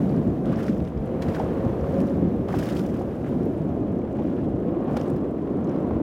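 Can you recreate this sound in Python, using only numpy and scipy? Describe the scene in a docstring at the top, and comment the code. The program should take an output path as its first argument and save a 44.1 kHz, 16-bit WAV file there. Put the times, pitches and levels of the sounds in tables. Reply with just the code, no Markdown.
"""Wind buffets the microphone on a lake shore, its eddies thumping and rumbling.
Far out, half buried in the wind, a speedboat's two engines slowly gain speed: their exhaust is
a dull roar with faint engine lines from uneven firing, and its resonances drone and honk.
Close by, small waves wash in: foam and spray fizz, crests slap, trapped air pockets gulp."""
import sys
import numpy as np
from scipy import signal
from scipy.fft import rfft, irfft, next_fast_len
from scipy.io import wavfile

SR = 44100
rng = np.random.default_rng(int(sys.argv[2]) if len(sys.argv) > 2 else 0)


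def int16_out(signal):
    """Quantize to a 16-bit WAV file."""
    q = np.round(np.clip(np.atleast_2d(signal).T, -1, 1) * 32767)
    wavfile.write(sys.argv[1], SR, q.astype(np.int16))


N = 265482
TIME = np.arange(N) / SR
STEPS = TIME[::40]   # coarse time axis for slow envelopes

# Wind on the microphone, from the largest eddies to the smallest: freq_hz, density_db
BUFFET_SPECTRUM = [(13, -35), (22, -25), (70, 2.5), (150, -2.5), (200, -41), (330, -120)]
DEEP_RUMBLE_SPECTRUM = [(70, -29.5), (100, -5), (150, 1), (215, 3.5), (270, -2), (380, -16)]
HIGH_RUMBLE_SPECTRUM = [(150, -8), (220, -2.5), (290, -1), (350, -2.5), (420, -10), (600, -20),
                        (1000, -32.5), (2500, -69.5)]
# Breeze at the microphone: time_s, rumble_db
BREEZE = [(0, -21), (0.12, -21), (0.205, -22.5), (0.24, -30.5), (0.3, -23), (0.42, -25), (0.58, -24.5),
          (0.8, -27), (0.93, -32), (1.15, -26.5), (1.8, -26), (2.2, -23.5), (2.9, -23.5), (3.14, -29.5),
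          (3.35, -23), (4.3, -24.5), (5.1, -25), (5.38, -27.5), (5.55, -25), (6.02, -24)]
# Gusts standing out of the breeze: peak_s, thump_db, rumble_db
GUSTS = [(0.175, -25, -26), (0.283, -25, -19), (0.5, -42, -21.5), (0.7, -38, -23.5), (0.811, -23.5, -21.5),
         (0.99, -21.5, -31), (1.29, -23, -27), (1.45, -26, -35), (1.66, -24, -23), (1.81, -24.5, -46),
         (1.92, -28, -26.5), (2.03, -27.5, -24), (2.249, -24, -20), (2.401, -37, -24.5), (2.58, -27, -25),
         (3.37, -28, -43), (3.46, -38, -26.5), (3.7, -33, -41), (4.45, -27.5, -29), (4.53, -27, -43),
         (4.95, -27, -30), (5.12, -34, -23), (5.57, -40, -24.5), (5.95, -24.5, -38)]

# Speed of the first engine, in four-stroke cycles: time_s, cycle_hz
ENGINE_SPEED = [(0, 39.7), (0.95, 40.55), (1.45, 41.2), (1.8, 41.9), (1.98, 42.05), (2.12, 42.45),
                (2.45, 43.2), (3.1, 43.6), (3.5, 43.35), (4.45, 44.1), (4.85, 45.0), (6.02, 45.6)]
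# Exhaust lines: cycle_multiple, level_db
ENGINE_ORDERS = [(2, -2), (3, -10), (4, 1), (8, -2), (9, 2.5), (10, -9.5), (11, 0.5), (12, 2), (14, -14),
                 (16, -8), (17, -10.5), (19, -14.5), (24, -30.5)]
# The exhaust's roar, rasp and higher resonance, heard from the shore: freq_hz, density_db
ROAR_SPECTRUM = [(200, -27.5), (330, -10.5), (430, 3), (540, 1.5), (650, -1.5), (780, -8), (900, -31.5),
                 (1300, -31), (3000, -69)]
RASP_SPECTRUM = [(500, -2.5), (800, 6), (1050, 4.5), (1400, -2.5), (2000, -9.5), (3000, -17.5), (4200, -25),
                 (7000, -52.5), (16000, -68.5)]
HONK_SPECTRUM = [(850, -11), (1080, -3.5), (1300, -14.5), (1600, -30.5)]
# How well the boat carries over the water: time_s, roar_db, line_share_db
CARRY = [(0, -35.5, -4), (0.6, -35, -7), (0.92, -38.5, 0.5), (1.1, -37, 6), (1.4, -30.5, -1.5),
         (1.52, -31.5, 2.5), (1.63, -32, -0.5), (1.76, -33, 1.5), (1.9, -34.5, -1.5), (1.98, -29.5, -2.5),
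         (2.07, -37.5, -5), (2.18, -34, 3.5), (2.28, -37, -3.5), (3.3, -36.5, -1.5), (4.55, -37, -5),
         (4.95, -33, -4.5), (5.38, -38.5, -4), (5.8, -35.5, -10), (6.02, -36.5, -9)]
# The exhaust's rasp, its drone, and the honk that comes through late in the run: time_s, level_db
RASP_LEVEL = [(0, -47), (0.55, -53.5), (0.97, -51.5), (1.4, -43), (2.25, -49), (2.6, -52.5), (3.1, -50),
              (4.55, -55.5), (4.95, -46.5), (5.38, -55), (5.85, -49), (6.02, -50)]
DRONE_LEVEL = [(0, -48.5), (0.95, -50), (1.08, -35.5), (1.3, -35), (1.5, -46), (1.63, -32.5), (1.73, -37),
               (1.87, -32), (1.92, -44), (1.975, -29.5), (2.05, -35.5), (2.17, -36.5), (2.23, -52),
               (2.55, -39), (2.9, -47.5), (6.02, -49)]
HONK_LEVEL = [(0, -66), (4.5, -62.5), (4.85, -46.5), (5.22, -50), (5.38, -53.5), (5.8, -46.5), (6.02, -51)]

# Steady hiss of foam along the shore: time_s, level_db
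FOAM_LEVEL = [(0, -56.5), (0.8, -69), (1.4, -57.5), (2.35, -63), (3.45, -61.5), (3.95, -68.5), (6.02, -68)]
# Foam and fine spray at close range: freq_hz, density_db
FOAM_SPECTRUM = [(1500, 0.5), (3000, 4.5), (4200, 0.5), (5500, 0.5), (8000, -4.5), (12000, -4.5),
                 (14500, -5.5), (16500, -13)]
SPRAY_SPECTRUM = [(1180, -16), (2000, -5.5), (2690, -10.5), (3040, 0), (4120, -9.5), (5030, -2.5),
                  (7120, -7.5), (8480, -10.5), (9740, -9.5), (16000, -13)]
# Wavelets breaking near the microphone: start_s, length_s, gurgle_db, spray_db
WAVELETS = [(0.028, 0.12, -56, -87), (0.445, 0.13, -45.5, -66.5), (0.558, 0.11, -45, -60),
            (0.77, 0.071, -57, -67.5), (1.204, 0.14, -45.5, -61), (1.833, 0.25, -49, -66.5),
            (2.479, 0.24, -42.5, -57), (2.563, 0.23, -49.5, -57), (2.916, 0.023, -49, -60.5),
            (3.238, 0.048, -50.5, -70), (4.153, 0.24, -52, -74.5), (4.865, 0.2, -49.5, -66.5),
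            (4.93, 0.035, -56, -62.5), (5.646, 0.11, -53, -73)]
# Single drops falling back: start_s, level_db, pitch_hz
DRIPS = [(0.093, -48, 4200), (0.162, -53, 5000), (0.455, -48, 3500), (0.474, -52, 3500), (0.559, -46, 5200),
         (0.666, -48, 5300), (0.683, -43, 5300), (0.696, -48, 5300), (0.781, -53, 5600),
         (0.802, -45.5, 2850), (0.85, -53, 5500), (0.976, -53, 5060), (1.056, -57, 10000),
         (1.81, -53, 5600), (1.941, -50, 5000), (1.981, -54, 5000), (2.085, -48, 4000), (2.096, -53, 5200),
         (2.666, -43, 3500), (2.688, -46, 5430), (2.767, -41, 3200), (3.29, -52, 14000),
         (3.456, -51, 12000), (3.577, -58, 9000), (4.195, -57, 5500), (4.272, -56, 5000), (4.44, -61, 8500),
         (4.997, -45, 5000), (5.012, -42, 5340), (5.013, -40, 2900), (5.081, -51, 7500), (5.162, -54, 5000),
         (5.165, -55, 13000), (5.643, -51, 5945), (5.672, -54, 4200), (5.693, -49, 5900), (5.76, -57, 5000)]
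# Crests slapping the shore: start_s, crack_db, smack_db, t60_s
SLAPS = [(0.455, -45, -51, .03), (0.524, -46, -43, 0.054), (0.588, -54, -42, 0.056),
         (0.627, -42, -43, 0.053), (0.663, -43, -48, .05), (0.68, -46, -42, 0.12), (0.875, -53, -34, 0.013),
         (1.22, -32.5, -30, 0.044), (1.282, -41, -33, 0.042), (1.343, -39.5, -36, 0.08),
         (1.395, -42, -36, 0.042), (2.003, -32, -40, 0.0082), (2.484, -42, -36, 0.036),
         (2.523, -46, -39, 0.03), (2.543, -44, -33, 0.054), (2.584, -34.5, -38, 0.078),
         (2.624, -55, -48, 0.036), (2.664, -43, -40, 0.1), (2.691, -42, -46, 0.1), (2.758, -40, -42, 0.11),
         (2.793, -37, -42, .018), (4.966, -37, -31.5, 0.028), (4.968, -35, -31, 0.026)]
# Tiny bubbles bursting: start_s, level_db
SNAPS = [(0.523, -44), (0.7815, -50), (1.2228, -48), (2.004, -53), (2.486, -45), (2.591, -33), (2.689, -37),
         (2.794, -42), (2.868, -49), (2.943, -46), (4.972, -45), (5.014, -53), (5.033, -56), (5.078, -51),
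         (5.083, -52), (5.102, -40)]
# Trapped air pockets: start_s, level_db, pitch_hz, t60_s
GULPS = [(0.528, -32.5, 1160, .035), (0.602, -38.5, 1390, 0.034), (0.681, -32, 1500, 0.026),
         (1.348, -31, 1540, 0.021), (1.366, -34.5, 1460, 0.026), (1.398, -19.5, 764, 0.033),
         (2.487, -27, 710, 0.03), (2.504, -33.5, 1240, 0.02), (2.527, -38, 1770, .025),
         (2.539, -25, 720, 0.039), (2.54, -33, 1490, 0.023), (2.625, -34, 1610, 0.026),
         (2.686, -40, 1500, 0.034), (2.803, -37, 1360, 0.022), (3.011, -27, 744, 0.035),
         (3.244, -36, 1400, 0.017), (4.186, -37, 820, 0.088), (4.882, -25, 760, 0.014),
         (4.967, -24.5, 836, 0.021), (4.97, -28, 1270, 0.011), (5.908, -19, 696, 0.014)]
# Noise that differs between the microphone's two ports: freq_hz, density_db
PORT_SPECTRUM = [(15, -59.5), (25, -20.5), (59, -17.5), (156, 0.5), (397, 0.5), (527, -4), (1680, -32),
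                 (2970, -38), (5530, -37.5), (10800, -38), (12000, -49.5), (15600, -79), (22000, -120)]


def from_db(db):
    """Decibels to gain."""
    return 10 ** (np.asarray(db) / 20)


def rms_one(x):
    """Scale to an rms of 1."""
    return x / np.sqrt(np.mean(x ** 2) + 1e-20)


def in_time(rows):
    """Each column of a curve at every sample."""
    times, *columns = np.transpose(rows)
    return [np.interp(TIME, times, column) for column in columns]


def filtered(x, order, hz, kind):
    """Butterworth filter."""
    return signal.sosfilt(signal.butter(order, hz, kind, fs=SR, output="sos"), x)


def coloured(x, spectrum):
    """Give a steady signal a spectrum that falls 30 dB an octave beyond its ends; rms 1."""
    hz, db = np.transpose(spectrum)
    size = next_fast_len(N)
    octave, knots = np.log2(np.maximum(np.fft.rfftfreq(size, 1 / SR), 1)), np.log2(hz)
    beyond = np.abs(octave - np.clip(octave, knots[0], knots[-1]))
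    gain = from_db(np.interp(octave, knots, db) - 30 * beyond)
    return rms_one(irfft(rfft(x, size) * gain, size)[:N])


def noise(spectrum):
    """Steady noise of a given colour; rms 1."""
    return coloured(rng.standard_normal(N), spectrum)


def drift(per_s):
    """Smooth random wander that changes about per_s times a second; spread 1."""
    pole = np.exp(-2 * np.pi * per_s * 40 / SR)   # one step every 40 samples
    white = rng.standard_normal(N // 40 + 2002)
    slow = signal.lfilter([1], [1, -2 * pole, pole * pole], white)[2000:]
    return np.interp(np.arange(N) / 40, np.arange(len(slow)), rms_one(slow))


def grains(per_s, spread_db):
    """Random clicks of either sign, a few larger than the rest."""
    sizes = from_db(spread_db * np.minimum(rng.exponential(1, N), 4))
    return sizes * rng.choice([-1, 1], N) * (rng.random(N) < per_s / SR)


def grit(per_s):
    """A dense hail of tiny impacts of uneven size; rms 1."""
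    return rms_one(grains(per_s, spread_db=1.0))


def ring(clicks, hz, t60):
    """A unit click sets a sine of height 1 ringing."""
    pole, angle = from_db(-60 / (t60 * SR)), 2 * np.pi * hz / SR
    return signal.lfilter([0, np.sin(angle)], [1, -2 * pole * np.cos(angle), pole * pole], clicks + 1e-18)


def gusts(peaks, width_s=0.028):
    """Gain of a run of gusts (peak_s, level_db), each a short bell-shaped swell."""
    power = sum((from_db(db) * np.exp(-.5 * ((STEPS - s) / width_s) ** 2)) ** 2 for s, db in peaks)
    return np.interp(TIME, STEPS, np.sqrt(power))


def wind():
    """Large eddies thump on the microphone, smaller ones rumble higher; a low cut takes the deepest."""
    breeze_db, = in_time(BREEZE)
    buffet_db = -30 - 0.5 * TIME - 1.5 * drift(2.5)   # flutters and slowly eases
    buffet_gain = np.hypot(from_db(buffet_db), gusts((s, db) for s, db, _ in GUSTS))
    rumble_gain = np.hypot(from_db(breeze_db), gusts((s, db) for s, _, db in GUSTS))
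    shift_db = -2.5 + 1.02 * TIME   # the rumble moves from its deep to its higher part
    deep = from_db(-shift_db) * noise(DEEP_RUMBLE_SPECTRUM)
    high = from_db(shift_db) * noise(HIGH_RUMBLE_SPECTRUM)
    thumps = from_db(-5.5) * buffet_gain * noise(BUFFET_SPECTRUM)
    rumble = from_db(-4.5) * rumble_gain * (deep + high)
    return filtered(thumps + rumble, 4, 22, "high")


def engine_lines(cycles, fading_db):
    """Uneven firing gives lines at multiples of the cycle rate; each fades by itself over the water."""
    lines = np.zeros(N)
    for order, db in ENGINE_ORDERS:
        gain = from_db(db + fading_db * drift(1.6))
        phase = 2 * np.pi * (order * cycles + rng.random())
        lines += gain * np.sin(phase + .25 * drift(14))   # gusty air roughens the line
    return rms_one(lines)


def drone(cycles, order=13):
    """The engine line that meets the exhaust's resonance sings out; gusts shake its level and phase."""
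    drone_db, = in_time(DRONE_LEVEL)
    gain = from_db(drone_db - 0.5 + 2.0 * drift(14))
    return np.sqrt(2) * gain * np.sin(2 * np.pi * order * cycles + .35 * drift(14))


def boat(twin_speed_ratio=.924, twin_db=-6.5, throb=0.15, cylinders=8):
    """Two distant engines, out of step; the exhaust pulses with each firing and cycle of the first."""
    cycle_hz, = in_time(ENGINE_SPEED)
    roar_db, line_share_db = in_time(CARRY)
    rasp_db, = in_time(RASP_LEVEL)
    honk_db, = in_time(HONK_LEVEL)
    cycles = np.cumsum(cycle_hz * (1 + 0.0014 * drift(7.5))) / SR
    first = engine_lines(cycles, fading_db=2.0)
    twin = from_db(twin_db) * engine_lines(cycles * twin_speed_ratio, fading_db=1.0)
    lines = from_db(roar_db + line_share_db - 0.5) * (first + twin)
    firing = 1 + throb * (np.cos(2 * np.pi * cylinders * cycles) + np.cos(2 * np.pi * cycles))
    # the more of the sound is in clean lines, the less is in the roar
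    noisy_share = np.sqrt(np.clip(1 - .5 * from_db(line_share_db) ** 2, .4, 1))
    roar = noisy_share * from_db(roar_db + 1.48) * noise(ROAR_SPECTRUM)
    rasp = from_db(rasp_db + 2.0) * noise(RASP_SPECTRUM)
    honk = from_db(honk_db) * noise(HONK_SPECTRUM)
    return lines + drone(cycles) + firing * (roar + rasp + honk)


def foam(spray_db):
    """Foam hisses along the shore, and more while a wavelet is breaking."""
    steady_db, = in_time(FOAM_LEVEL)
    return np.hypot(from_db(steady_db - 4.5), from_db(spray_db - 13.5)) * noise(FOAM_SPECTRUM)


def breaking(start_s, length_s, attack_s, drain_s=0.076):
    """A wavelet builds, keeps breaking for its length, then drains away."""
    age = np.maximum(STEPS - start_s, 0)
    return (1 - np.exp(-age / attack_s)) * np.exp(-np.maximum(age - length_s, 0) / drain_s)


def surf():
    """Gurgle and spray levels in dB at the water's edge; spray builds more slowly and lands for longer."""
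    gurgle, drops = from_db(-55), from_db(-79)   # steady lapping between wavelets
    for s, length_s, gurgle_db, spray_db in WAVELETS:
        gurgle = np.hypot(gurgle, from_db(gurgle_db) * breaking(s, length_s, attack_s=0.0056))
        drops = np.hypot(drops, from_db(spray_db) * breaking(s, length_s + .015, attack_s=0.026))
    return [np.interp(TIME, STEPS, 20 * np.log10(gain)) for gain in (gurgle, drops)]


def bubbles(per_s, band_hz, cycles, spread_db, sizes=18):
    """Bubbles born at random, each ringing for some cycles; the small high ones are weaker; rms 1."""
    births, size = grains(per_s, spread_db), rng.integers(0, sizes, N)
    pitches = enumerate(np.geomspace(*band_hz, sizes))
    return rms_one(sum(ring(births * (size == k), hz, cycles / hz) / np.sqrt(hz) for k, hz in pitches))


def wash(gurgle_db, spray_db):
    """A wavelet sloshes with clumps of large bubbles and sheds drops; faint ticks go on between waves."""
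    clumped_db = gurgle_db - 4.5 + 2.4 * drift(31)
    gurgle = from_db(clumped_db) * bubbles(per_s=1800, band_hz=(1020, 3280), cycles=11, spread_db=2.0)
    slosh = from_db(gurgle_db - 2.0) * bubbles(per_s=350, band_hz=(700, 1750), cycles=12, spread_db=1.5)
    drops = from_db(spray_db - 5.5) * bubbles(per_s=260, band_hz=(2600, 8000), cycles=11, spread_db=3.5)
    ticks = from_db(-77.5) * bubbles(per_s=45, band_hz=(5500, 14500), cycles=5, spread_db=3.0)
    return gurgle + slosh + drops + ticks


def spray(spray_db):
    """Thousands of fine droplets a second land in clumps."""
    return from_db(spray_db + 0.5 + 2.7 * drift(50)) * coloured(grit(per_s=2700), SPRAY_SPECTRUM)


def drips(cycles=11, patter_s=0.0015):
    """Each drop bursts in a tiny patter that rings at the drop's pitch."""
    out, age = np.zeros(N), TIME[:SR // 30]
    for s, db, hz in DRIPS:
        patter = rng.standard_normal(len(age)) * np.sqrt(age) * np.exp(-age / patter_s)
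        note, at = ring(patter, hz, cycles / hz), round(s * SR)
        out[at:at + len(age)] += from_db(db + 2.0) * note / np.abs(note).max()
    return out


def slaps(attack_share=0.068):
    """A crest hits the shore with a broad smack and a crack of droplets; the cavity under it rings."""
    crack_gain, smack_gain = np.zeros((2, N))
    for s, crack_db, smack_db, t60 in SLAPS:
        at = round(s * SR)
        progress = TIME[:min(SR // 3, N - at)] / t60
        shape = (1 - np.exp(-progress / attack_share)) * from_db(-np.minimum(60 * progress, 200))
        crack_gain[at:at + len(shape)] += from_db(crack_db) * shape
        smack_gain[at:at + len(shape)] += from_db(smack_db) * shape
    crack = filtered(crack_gain * grit(per_s=9000) + 1e-18, 1, [1500, 6800], "band")
    smack = filtered(smack_gain * rng.standard_normal(N) + 1e-18, 2, [640, 2450], "band")
    cavity = ring(crack, hz=5300, t60=0.00045)
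    return from_db(1.0) * crack + from_db(8.5) * smack + from_db(-8.0) * cavity


def snaps(decay_s=.0002):
    """A bubble's bursting film gives one bright click, gone within a millisecond or two."""
    out, age = np.zeros(N), TIME[:SR // 200]
    for s, db in SNAPS:
        burst = rng.standard_normal(len(age)) * age * np.exp(-age / decay_s)
        click, at = filtered(burst, 1, [3500, 14000], "band"), round(s * SR)
        out[at:at + len(age)] += from_db(db + 0.5) * click / np.abs(click).max()
    return out


def gulps(swell_s=.0015, rise=.015):
    """An air pocket swells into a short, wobbling, rising note, blurred by the churning water round it."""
    out = np.zeros(N)
    wobble, churn = .6 * drift(260), .75 * drift(700)
    for s, db, hz, t60 in GULPS:
        age = np.clip(TIME - s, 0, 2 * t60)
        shape = (1 - np.exp(-age / swell_s)) * from_db(db + 6 - 60 * age / t60)
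        phase = 2 * np.pi * hz * age * (1 + rise * age / t60) + wobble * hz / 1000
        out += shape * (np.sin(phase) + churn * np.cos(phase))
    return out


def scene():
    """Both microphone ports hear nearly the same, the water slightly right; the spray spreads wider."""
    gurgle_db, spray_db = surf()
    splashes = gulps() + slaps() + drips() + snaps()
    water = splashes + wash(gurgle_db, spray_db) + spray(spray_db)
    mid = wind() + boat() + foam(spray_db)
    side = from_db(-53.0) * noise(PORT_SPECTRUM) + from_db(-13.0) * spray(spray_db)
    side = filtered(side, 8, 11000, "low")
    return np.array([mid + side + water, mid - side + from_db(0.33) * water])


def record(dry):
    """The sound is eased in and out over 4 ms, and cut steeply above 16.5 kHz."""
    eased = dry * np.clip(np.minimum(TIME, TIME[-1] - TIME) / .004, 0, 1)
    return signal.sosfilt(signal.ellip(12, .2, 80, 16500, fs=SR, output="sos"), eased)


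dry = scene()
out = record(dry)
int16_out(out)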